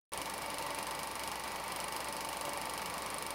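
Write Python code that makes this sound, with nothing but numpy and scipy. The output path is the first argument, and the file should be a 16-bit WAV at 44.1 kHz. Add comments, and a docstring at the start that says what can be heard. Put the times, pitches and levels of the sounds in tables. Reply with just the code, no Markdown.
"""After about an eighth of a second of near silence, the fast clatter of an old film projector cuts in.
It runs in a small room, heard from close by. A claw ticks for each film frame, about 25 times a second:
struck steel rings and dies away, the film scrapes and shivers as short noise, and the gate knocks.
Under it the gears churn (one stretch of noise, repeated) and fan air whirrs (noise coloured by the case).
Wavering sines make the fan's whine and the motor's hum, and now and then there is a soft bass bump."""
import sys
import numpy as np
from scipy import signal
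from scipy.fft import rfft, irfft
from scipy.io import wavfile

SR = 44100
rng = np.random.default_rng(int(sys.argv[2]) if len(sys.argv) > 2 else 0)


def file_out(sig):
    """Save sig as 16-bit WAV at sys.argv[1]."""
    # one column per channel
    cols = np.atleast_2d(sig).T
    # limit, then scale
    lim = np.clip(cols, -1, 1)
    pcm = np.round(lim * 32767).astype(np.int16)
    wavfile.write(sys.argv[1], SR, pcm)


N = 147294
TIME = np.arange(N) / SR  # seconds

# Uneven running of the drive: t/s, lateness of the claw/s
DRIVE_WANDER = [(.13, -.0019), (.55, 0), (.85, .0008), (1.15, .0022), (1.5, .0003), (2.1, -.0015),
                (2.35, -.0009), (2.62, .0002), (2.9, .0001), (3.3, .0003)]
# How hard the claw catches the film: t/s, level/dB
GRIP = [(.15, 3.5), (.27, -2.5), (.5, -0.5), (1.0, -1), (1.38, -2.5), (1.56, -6.5), (1.7, -2), (1.83, 2),
        (2.05, -1.5), (2.55, 1), (2.92, -1.5), (3.25, 2)]
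# Ring of the steel claw: f/Hz, relative level/dB, time to fall by 60 dB/s
CLAW_MODES = [(8730, -10.5, 0.0065), (9327, -0.5, .004), (9623, -3, 0.003), (14870, -20, 0.0056),
              (15300, -17.5, 0.0051)]
# Ring of the bracket that carries the claw: f/Hz, relative level/dB, time to fall by 60 dB/s
BRACKET_MODES = [(2930, 1, 0.014), (4060, -2, 0.013), (4447, -8, 0.023), (5100, -3, 0.017),
                 (6036, -3, 0.0098), (6400, -10.5, 0.012)]
# The catch itself and the bracket's bounces after it: typical delay/s, level/dB
BOUNCES = [(0, 0.5), (.0021, -9.5), (.0056, -9.5)]
# Air and bearing noise, shape of the spectrum only: f/Hz, relative level/dB
NOISE_SHAPE = [(20, -23), (85, -13), (120, -12.5), (150, -6), (215, -3), (245, -8), (330, -2.5), (430, -4),
               (550, -0.5), (700, -3.5), (850, 2), (1150, -1), (1300, -3), (1520, -7.5), (1950, -5.5),
               (2120, -8.5), (2400, -5.5), (3000, -14), (3480, -13.5), (4400, -10.5), (6000, -18),
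               (7600, -21), (9500, -23.5), (11400, -16), (12200, -27.5), (14000, -19), (15600, -27),
               (16300, -40)]
# Resonances of the housing: f/Hz, width/Hz, lift/dB
HOUSING_MODES = [(157, 12.4, 4), (508, 7, 4.5), (675, 64, 4), (820, 56, 1), (914, 18.4, 7.5),
                 (1016, 19, 6.5), (1025, 16, 2.5), (1150, 28, 4.5), (1884, 14, 5.5), (1977, 33, 5.5),
                 (2241, 104, 8), (2770, 50, 8.5), (3227, 85, 7.5), (5050, 110, 3.5)]
# Tones of the fan: f/Hz, rms level before the swell/dB, waver/Hz, flutter/dB, share of the swell/1
FAN_TONES = [(288.1, -61.5, 0.2, 0.5, 1.03), (576.6, -57, 0.71, 3, 1.4), (893, -51, 3.54, 0.6, 0.55)]
# Swell of the fan's tones: t/s, level/dB
FAN_SWELL = [(.15, -2.5), (.5, 2), (.8, 3), (1.2, -4), (1.65, -6), (2.0, 0), (2.5, 4.5), (2.8, -2.5),
             (3.3, -1)]
# Tones of the motor: f/Hz, rms level/dB, waver/Hz, flutter/dB
MOTOR_TONES = [(62.1, -62.5, 0.1, 1), (100.7, -70.5, .05, 3)]
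# Soft low bumps: t/s, level at the peak/dB
BUMPS = [(.195, -52), (2.888, -52)]
# How long the room rings: f/Hz, time to fall by 60 dB/s
ROOM_DECAY = [(200, 0.82), (2000, 0.083), (8000, 0.37), (16000, 0.05)]
# Near reflections: delay/s, level/dB
ECHOES = [(.0011, -15.5), (.0052, -16), (.0064, -23), (0.0112, -17), (0.0186, -26)]

FIRST_S, FRAME_S = .13652, .04062577  # a frame time on the even beat, and the time per frame

# Blow-to-blow differences (rms); DETUNE is a share of the pitch
FORCE_SCATTER_DB, CLAW_SCATTER_DB, KNOCK_SCATTER_DB = 1.76, 0.4, 2
MODE_SCATTER_DB, DETUNE = 0.83, 0.0096
FORCE_GRIP_SHARE = 0.17  # how much of the grip reaches the bracket and the film

# Levels before the room; those of scrape and rattle are also before their filter
CLAW_DB, BRACKET_DB, STRIKE_S = -21, -38.5, 0.00075  # STRIKE_S: time a blow takes to build up
CLAW_DELAY_S, CLAW_ROOM_SHARE = .00015, 0.5
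SCRAPE_DB, SCRAPE_S = -53.5, 0.0053  # film sliding after each catch; _S: time to fall to 37 %
RATTLE_DB, RATTLE_S = -45.5, 0.014  # film loop shivering after each pull
SCRAPE_LOW_HZ, SCRAPE_HIGH_HZ = 4500, 14000
KNOCK_HZ, KNOCK_DB, KNOCK_DELAY_S, KNOCK_RISE_S = 1084, -40, 0.0021, 0.0035

WHIRR_DB, FLUTTER_DB = -42.5, 1.33
GEARS_DB, GEARS_TOP_HZ = -50, 2000
BUMP_S, BUMP_LOW_HZ, BUMP_HIGH_HZ = .012, 35, 200
ROOM_DB = -10.5  # whole tail against the direct sound
START_S, MUTED_DB = .1195, -69
EDGE_HZ = 16000


def clatter():
    """For every frame: the claw ticks, its bracket rings, the film scrapes and shivers, the gate knocks."""
    ticks, clacks = np.zeros(N), np.zeros(N)
    t = np.arange(2048) / SR
    band = signal.butter(1, [SCRAPE_LOW_HZ, SCRAPE_HIGH_HZ], "band", fs=SR)
    friction = amp(SCRAPE_DB) * np.exp(-t / SCRAPE_S) + amp(RATTLE_DB) * np.exp(-t / RATTLE_S)
    # The knock swells and fades as one smooth hump
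    hump = np.sin(np.pi / 2 * np.clip((t - KNOCK_DELAY_S) / KNOCK_RISE_S, 0, 2))
    knock = hump * np.sin(2 * np.pi * KNOCK_HZ * t)
    for s in frame_times():
        claw_luck, force_luck, knock_luck = rng.standard_normal(3)
        grip = curve(GRIP, s)
        claw_gain = amp(CLAW_DB + grip + CLAW_SCATTER_DB * claw_luck)
        add(ticks, s + CLAW_DELAY_S, claw_gain * ring(CLAW_MODES, t))
        force = amp(FORCE_GRIP_SHARE * grip + FORCE_SCATTER_DB * force_luck)
        for delay, db in BOUNCES:
            blow = force * amp(BRACKET_DB + db) * ring(BRACKET_MODES, t)
            add(clacks, s + delay * rng.uniform(.85, 1.15), blow)
        hiss = signal.lfilter(*band, rng.standard_normal(len(t)))
        add(clacks, s, force * friction * hiss)
        add(clacks, s, amp(KNOCK_DB + KNOCK_SCATTER_DB * knock_luck) * knock)
    # Part of the claw's tick reaches the ear without the room
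    return (1 - CLAW_ROOM_SHARE) * ticks + room(clacks + CLAW_ROOM_SHARE * ticks)


def frame_times():
    """The moments at which the claw catches the film: an even beat made early or late by the drive."""
    even = np.arange(FIRST_S - 3 * FRAME_S, N / SR, FRAME_S)
    return even + curve(DRIVE_WANDER, even)


def ring(modes, t):
    """Struck metal: dying sines, with pitch and level a little different at each blow."""
    hz, db, t60 = np.transpose(modes)[:, :, None]
    db = db + MODE_SCATTER_DB * rng.standard_normal(db.shape)
    hz = hz * (1 + DETUNE * rng.standard_normal(hz.shape))
    decay = np.exp(-np.log(1000) * t / t60)
    waves = amp(db) * decay * np.sin(2 * np.pi * hz * t)
    onset = np.sin(np.pi / 2 * np.minimum(t / STRIKE_S, 1)) ** 2
    return waves.sum(0) * onset


def gears():
    """The same rough teeth mesh again on every turn of the shutter shaft, so one noise repeats."""
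    churn = np.zeros(N)
    turn = rng.standard_normal(round(FRAME_S * SR))
    for s in frame_times():
        add(churn, s, turn)
    dull = signal.lfilter(*signal.butter(1, GEARS_TOP_HZ, fs=SR), churn)
    return amp(GEARS_DB) * housing(dull)


def whirr():
    """Fan air in the housing: noise whose level flutters quickly."""
    flutter = amp(FLUTTER_DB * drift(rate_hz=97))
    return amp(WHIRR_DB) * housing(rng.standard_normal(N) * flutter)


def housing(x):
    """Shapes a noise and lifts it where the case resonates, then sets its rms to 1."""
    hz = np.fft.rfftfreq(N, 1 / SR)
    db = spectrum(NOISE_SHAPE, hz)
    for f, width, lift in HOUSING_MODES:
        db = db + lift / (1 + (2 * (hz - f) / width) ** 2)
    return unit(irfft(rfft(x) * amp(db), N))


def whine_and_hum():
    """The swelling whine of the fan and the hum of the motor, built from wavering sines."""
    swell = curve(FAN_SWELL, TIME)
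    mix = np.zeros(N)
    for hz, db, waver, flutter, share in FAN_TONES:
        mix += amp(db + share * swell) * tone(hz, waver, flutter)
    for hz, db, waver, flutter in MOTOR_TONES:
        mix += amp(db) * tone(hz, waver, flutter)
    return mix


def tone(hz, waver_hz, flutter_db):
    """A sine of rms 1 whose pitch and level both wander a little."""
    turns = np.cumsum(hz + waver_hz * drift(rate_hz=13.1)) / SR + rng.random()
    return unit(amp(flutter_db * drift(rate_hz=21)) * np.sin(2 * np.pi * turns))


def bumps():
    """Short, dull puffs of bass: low noise let through in smooth humps."""
    band = signal.butter(2, [BUMP_LOW_HZ, BUMP_HIGH_HZ], "band", fs=SR, output="sos")
    low = unit(signal.sosfilt(band, rng.standard_normal(N)))
    return low * sum(amp(db) * np.exp(-((TIME - s) / BUMP_S) ** 2) for s, db in BUMPS)


def room(x):
    """The direct sound, a few near reflections and a tail of noise that dies at its own rate per pitch."""
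    hz, t, noise = signal.stft(rng.standard_normal(SR // 2), SR, nperseg=256)
    decay = np.exp(-np.log(1000) * t / spectrum(ROOM_DECAY, hz)[:, None])
    tail = signal.istft(noise * decay, SR)[1]
    response = amp(ROOM_DB) * tail / np.linalg.norm(tail)
    for delay, db in [(0, 0.0044)] + ECHOES:  # the first entry is the direct sound
        add(response, delay, amp([db]))
    return signal.fftconvolve(x, response)[:N]


def drift(rate_hz):
    """Smooth random wander of rms 1; a higher rate wanders faster."""
    hz = np.fft.rfftfreq(N, 1 / SR)
    keep = np.exp(-(hz / rate_hz) ** 2) * (hz > 0)
    return unit(irfft(rfft(rng.standard_normal(N)) * keep, N))


def amp(db):
    """Turns decibels into a gain."""
    return 10 ** (np.asarray(db) / 20)


def unit(x):
    """Scales a sound to rms 1."""
    return x / np.sqrt(np.mean(x ** 2) + 1e-20)


def curve(points, at):
    """Reads a table along straight lines."""
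    return np.interp(at, *np.transpose(points))


def spectrum(points, hz):
    """Reads a table along straight lines on a log-frequency axis."""
    f, value = np.transpose(points)
    return np.interp(np.log(hz + 1), np.log(f), value)


def add(mix, s, sound):
    """Mixes a sound in at time s, cutting off what falls outside."""
    at = round(s * SR)
    sound = sound[max(-at, 0):]
    part = mix[max(at, 0):][:len(sound)]
    part += sound[:len(part)]


def scene():
    """The running projector in its room."""
    return (clatter() + gears() + whirr() + whine_and_hum() + bumps())[None]


def record(dry):
    """The sound cuts in abruptly; a filter then removes the highest treble."""
    opened = dry * np.where(TIME < START_S, amp(MUTED_DB), 1)
    lowpass = signal.firwin(255, EDGE_HZ, window=("kaiser", 8), fs=SR)
    return signal.oaconvolve(opened, lowpass[None], "same")


dry = scene()
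out = record(dry)
file_out(out)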